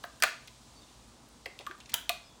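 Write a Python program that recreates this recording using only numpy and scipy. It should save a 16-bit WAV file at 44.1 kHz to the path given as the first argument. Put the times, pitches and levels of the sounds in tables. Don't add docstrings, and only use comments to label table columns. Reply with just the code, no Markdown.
import sys
import numpy as np
from scipy import signal
from scipy.fft import rfft, irfft, next_fast_len
from scipy.io import wavfile
from scipy.ndimage import map_coordinates

SR = 44100
rng = np.random.default_rng(int(sys.argv[2]) if len(sys.argv) > 2 else 0)


def int16_out(signal):
    q = np.round(np.clip(np.atleast_2d(signal).T, -1, 1) * 32767)
    wavfile.write(sys.argv[1], SR, q.astype(np.int16))


def boost_factor(decibels):
    exponent = np.asarray(decibels, float) / 20
    return 10 ** exponent


N = 105840


def unit(x):
    return x / np.sqrt(np.mean(x ** 2) + 1e-20)


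def along(points, hz):
    point_hz, value = np.transpose(points)
    return np.interp(np.log(hz + 1), np.log(point_hz + 1), value)


def coloured(x, gain):
    size = next_fast_len(len(x) + 8192)
    spectrum = rfft(x, size) * gain(np.fft.rfftfreq(size, 1 / SR))
    return irfft(spectrum, size)[:len(x)]


def bell(hz, centre_hz, octaves):
    distance = np.log2((hz + 1) / centre_hz) / max(octaves, 0.05)
    return np.exp(-0.5 * distance ** 2)


def wobble(rate_hz):
    knots = rng.standard_normal(int(N * rate_hz / SR) + 4)
    return map_coordinates(knots, [np.arange(N) * rate_hz / SR])


def add(track, start_s, sound):
    part = track[round(start_s * SR):][:len(sound)]
    part += sound[:len(part)]


# pitch_hz, level_db (per Hz)
RUMBLE_COLOUR = [(40, -38), (52, 0), (170, -5.5), (230, 0), (390, -7.5), (1080, -7.5), (2000, -20.5),
                 (3500, -53)]
# pitch_hz, level_db (per Hz)
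HISS_COLOUR = [(1500, -10), (2400, -3), (3870, 0), (6090, -2), (8000, -3), (10200, -11.5), (12500, -18),
               (15700, -17)]
# time_s, level_db
HISS_FADE = [(0, -60.5), (.5, -60.5), (.9, -60.5), (1.2, -63), (1.5, -62.5), (2.4, -63)]
# pitch_hz, width_hz, level_db
FUZZY_HUMS = [
    (55.5, 15, -66),
    (122.8, 23, -68.5),
    (237, 25, -71),
    (1001, 9.2, -78),
    (9620, 48, -79),
]


def ventilation():
    def air(colour):
        return unit(coloured(rng.standard_normal(N),
                             lambda f: boost_factor(along(colour, f)) * (f < 15800) * (f > 36)))

    rumble_db = -60 + 0.6 * wobble(7.1)
    out = boost_factor(rumble_db) * air(RUMBLE_COLOUR)
    hiss_db = np.interp(np.arange(N) / SR, *np.transpose(HISS_FADE))
    out = out + boost_factor(hiss_db + 0.13 * wobble(9.7)) * air(HISS_COLOUR)
    for pitch_hz, width_hz, level_db in FUZZY_HUMS:
        hum = coloured(rng.standard_normal(N), lambda f: 1 / (1 + (2 * (f - pitch_hz) / width_hz) ** 2))
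        out = out + boost_factor(level_db) * unit(hum)
    return out


# start_s, length_s, pitch_hz, level_db
BIRD_NOTES = [
    (0.752, 0.056, 4520, -63.5),
    (0.808, .06, 3610, -65),
    (.815, 0.041, 4420, -70),
    (.875, .03, 3600, -68),
    (2.238, 0.059, 5050, -63),
    (2.25, 0.12, 3400, -67),
]


def far_bird():
    out, clock = np.zeros(N), np.arange(N) / SR
    blur_hz = 170
    for start_s, length_s, pitch_hz, level_db in BIRD_NOTES:
        progress = np.clip((clock - start_s) / length_s, 0, 1)
        swell = np.sqrt(np.abs(np.sin(np.pi * progress))) * (progress < 1)
        smear = unit(coloured(rng.standard_normal(N), lambda f: np.exp(-((f - pitch_hz) / blur_hz) ** 2)))
        out = out + boost_factor(level_db) * swell * smear
    return out


# pitch_hz, decay_s
ROOM_DECAY = [(300, 0.46), (800, 0.34), (2100, 0.39), (5500, 0.39), (14600, .22)]
# pitch_hz, level_db
ROOM_COLOUR = [(300, -2), (1500, 1.5), (5000, -1), (15000, -2.5)]


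def room(x):
    tail_db, tail_delay_s = -9.5, 0.0027
    bench_db, bench_decay_s, bench_rise_s = -9, 0.022, 0.003
    hz, t, noise = signal.stft(rng.standard_normal(SR // 2), SR, nperseg=256)
    fall_db = 60 * t / along(ROOM_DECAY, hz)[:, None]
    gain = boost_factor(along(ROOM_COLOUR, hz)[:, None] - fall_db)
    tail = signal.istft(noise * gain, SR, nperseg=256)[1]
    u = np.arange(len(tail)) / SR
    tail = tail * (1 - np.exp(-(u / tail_delay_s) ** 2))
    bench = rng.standard_normal(len(u)) * boost_factor(-60 * u / bench_decay_s)
    bench = bench * np.clip(u / bench_rise_s - 0.5, 0, 1)
    answer = boost_factor(tail_db) * tail / np.linalg.norm(tail) + boost_factor(bench_db) * bench / np.linalg.norm(bench)
    answer[0] = 1
    return signal.fftconvolve(x, answer)


# start_s, peak_db, centre_hz, spread_octaves, length_s
SMALL_SCRAPES = [(0.033, -42, 4860, 1, 0.0017), (0.037, -43, 4670, .8, 0.0032),
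                 (0.038, -32.5, 3340, 0.43, 0.0045), (0.05, -37, 13000, 0.43, 0.0012),
                 (0.2008, -41, 5560, 1.2, 0.004), (0.202, -46, 1580, 0.18, 0.014),
                 (0.474, -41.5, 3430, 1.3, 0.0054), (0.4783, -36.5, 3070, .5, .006),
                 (1.287, -51, 12000, .5, 0.0026), (1.471, -46, 370, 0.23, 0.023),
                 (1.599, -39.5, 503, 0.77, 0.023), (1.607, -41, 2470, 0.92, 0.012),
                 (1.674, -48, 13500, .1, .004), (1.697, -44, 358, 0.26, 0.027),
                 (1.784, -56, 13700, .3, .003), (1.8025, -39.5, 3780, 0.77, .005),
                 (1.807, -40, 2830, 0.23, 0.0079), (1.858, -36.5, 3790, 0.66, 0.0039),
                 (1.891, -42, 2370, 0.63, 0.018), (1.894, -39, 3970, 0.98, 0.01),
                 (1.918, -39, 3700, 0.64, 0.0088), (1.928, -34, 870, 0.48, 0.0014),
                 (1.935, -29, 1900, 0.85, 0.0056), (2.093, -36, 4770, 0.99, 0.0053)]


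def scrapes():
    out, t = np.zeros(N), np.arange(SR // 20) / SR
    slip_scatter_db, rise_s = 3, 0.00078
    for start_s, peak_db, centre_hz, spread_octaves, length_s in SMALL_SCRAPES:
        slips = rng.standard_normal(len(t)) * boost_factor(slip_scatter_db * rng.standard_normal(len(t)))
        rub = unit(coloured(slips, lambda f: bell(f, centre_hz, spread_octaves)))
        shape = np.clip(t / rise_s, 0, 1) * np.exp(-(t / length_s) ** 2)
        add(out, start_s, boost_factor(peak_db - 8.5) * room(rub * shape))
    return out


# start_s, peak_db, panel_hz (loudest panel), spread_octaves (of rung tones), crack_db
BATTERY_SNAPS = [(0.0396, -27.5, 1350, 0.31, -10), (.0425, -34.5, 700, 0.067, -22),
                 (.2238, -13, 1780, 1.11, -2.5), (0.223, -15.5, 5500, 0.65, -8),
                 (0.231, -15, 1850, 0.52, -18), (0.2359, -14.5, 4660, 0.13, 0.5),
                 (.2358, -10.5, 1520, 0.88, -7.5), (.2375, -23.5, 672, 0.14, -20),
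                 (0.2403, -13.5, 2450, .4, -14), (1.4579, -29.5, 4000, 0.35, -21),
                 (1.4594, -27, 2075, 0.2, -28), (1.461, -36, 697, 0.29, -2.5),
                 (1.5899, -31, 3300, .45, -10.5), (1.6661, -27.5, 2030, 0.88, -11),
                 (1.67, -28, 1190, 0.17, -28), (1.7113, -31.5, 1560, 0.77, -20),
                 (1.9409, -14.5, 3034, 0.25, 0.5), (1.9403, -12, 14800, 0.35, -9),
                 (1.9408, -26, 1480, 0.22, -14), (1.941, -26, 963, 0.63, -6),
                 (2.0936, -15.5, 3380, 0.29, -5), (2.0935, -17, 2510, 0.31, -6),
                 (2.096, -30, 1130, 0.31, -14), (2.0965, -28.5, 703, 0.15, -14)]
CASING_TONES = [370, 520, 688, 1200, 1400, 1570, 1750, 2050, 2460, 2770, 3300, 3700, 4350, 4900]
# pitch_hz, level_db
CRACK_COLOUR = [(1000, -8), (3000, -1.5), (6000, 12), (9000, 4.5), (12000, 6.5), (15500, 1)]


def snaps():
    out, t = np.zeros(N), np.arange(SR // 10) / SR
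    hz = np.array(CASING_TONES)[:, None]
    ring_cycles, rattle_cycles = 30, 36
    panel_db, rattle_db, tone_scatter_db = 2, -6, 2
    attack_s, crack_decay_s = 0.0003, 0.006
    for start_s, peak_db, panel_hz, spread_octaves, crack_db in BATTERY_SNAPS:
        gains = boost_factor(tone_scatter_db * rng.standard_normal(hz.shape)) * bell(hz, panel_hz, spread_octaves)
        gains = gains * (hz / panel_hz) ** 0.8
        tones = np.sin(2 * np.pi * (hz * t + rng.random(hz.shape)))
        ring = (gains * boost_factor(-60 * t * hz / ring_cycles) * tones).sum(axis=0)
        panel_fade = boost_factor(panel_db - 60 * t * panel_hz / ring_cycles)
        ring = ring + panel_fade * np.sin(2 * np.pi * panel_hz * t)

        rattle = unit(coloured(rng.standard_normal(len(t)),
                               lambda f: bell(f, panel_hz, spread_octaves * 1.5)))
        rattle = rattle * boost_factor(rattle_db - 60 * t * panel_hz / rattle_cycles)
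        body = (ring + rattle) * (1 - np.exp(-t / attack_s))

        crack = unit(coloured(rng.standard_normal(len(t)), lambda f: boost_factor(along(CRACK_COLOUR, f))))
        crack = crack * boost_factor(crack_db - 60 * t / crack_decay_s) * (1 - np.exp(-2 * t / attack_s))
        add(out, start_s, boost_factor(peak_db) * room(body / np.abs(body).max() + crack))
    bass_cut = signal.butter(4, 260, "high", fs=SR, output="sos")
    return signal.sosfilt(bass_cut, out)


def scene():
    return (snaps() + scrapes() + ventilation() + far_bird())[None]


def roll_off(x):
    return signal.sosfilt(signal.butter(12, 17170, fs=SR, output="sos"), x)


def record(dry):
    top_limit = signal.ellip(10, 0.5, 70, 16850, fs=SR, output="sos")
    mix = signal.sosfilt(top_limit, dry)
    return roll_off(mix)


dry = scene()
out = record(dry)
int16_out(out)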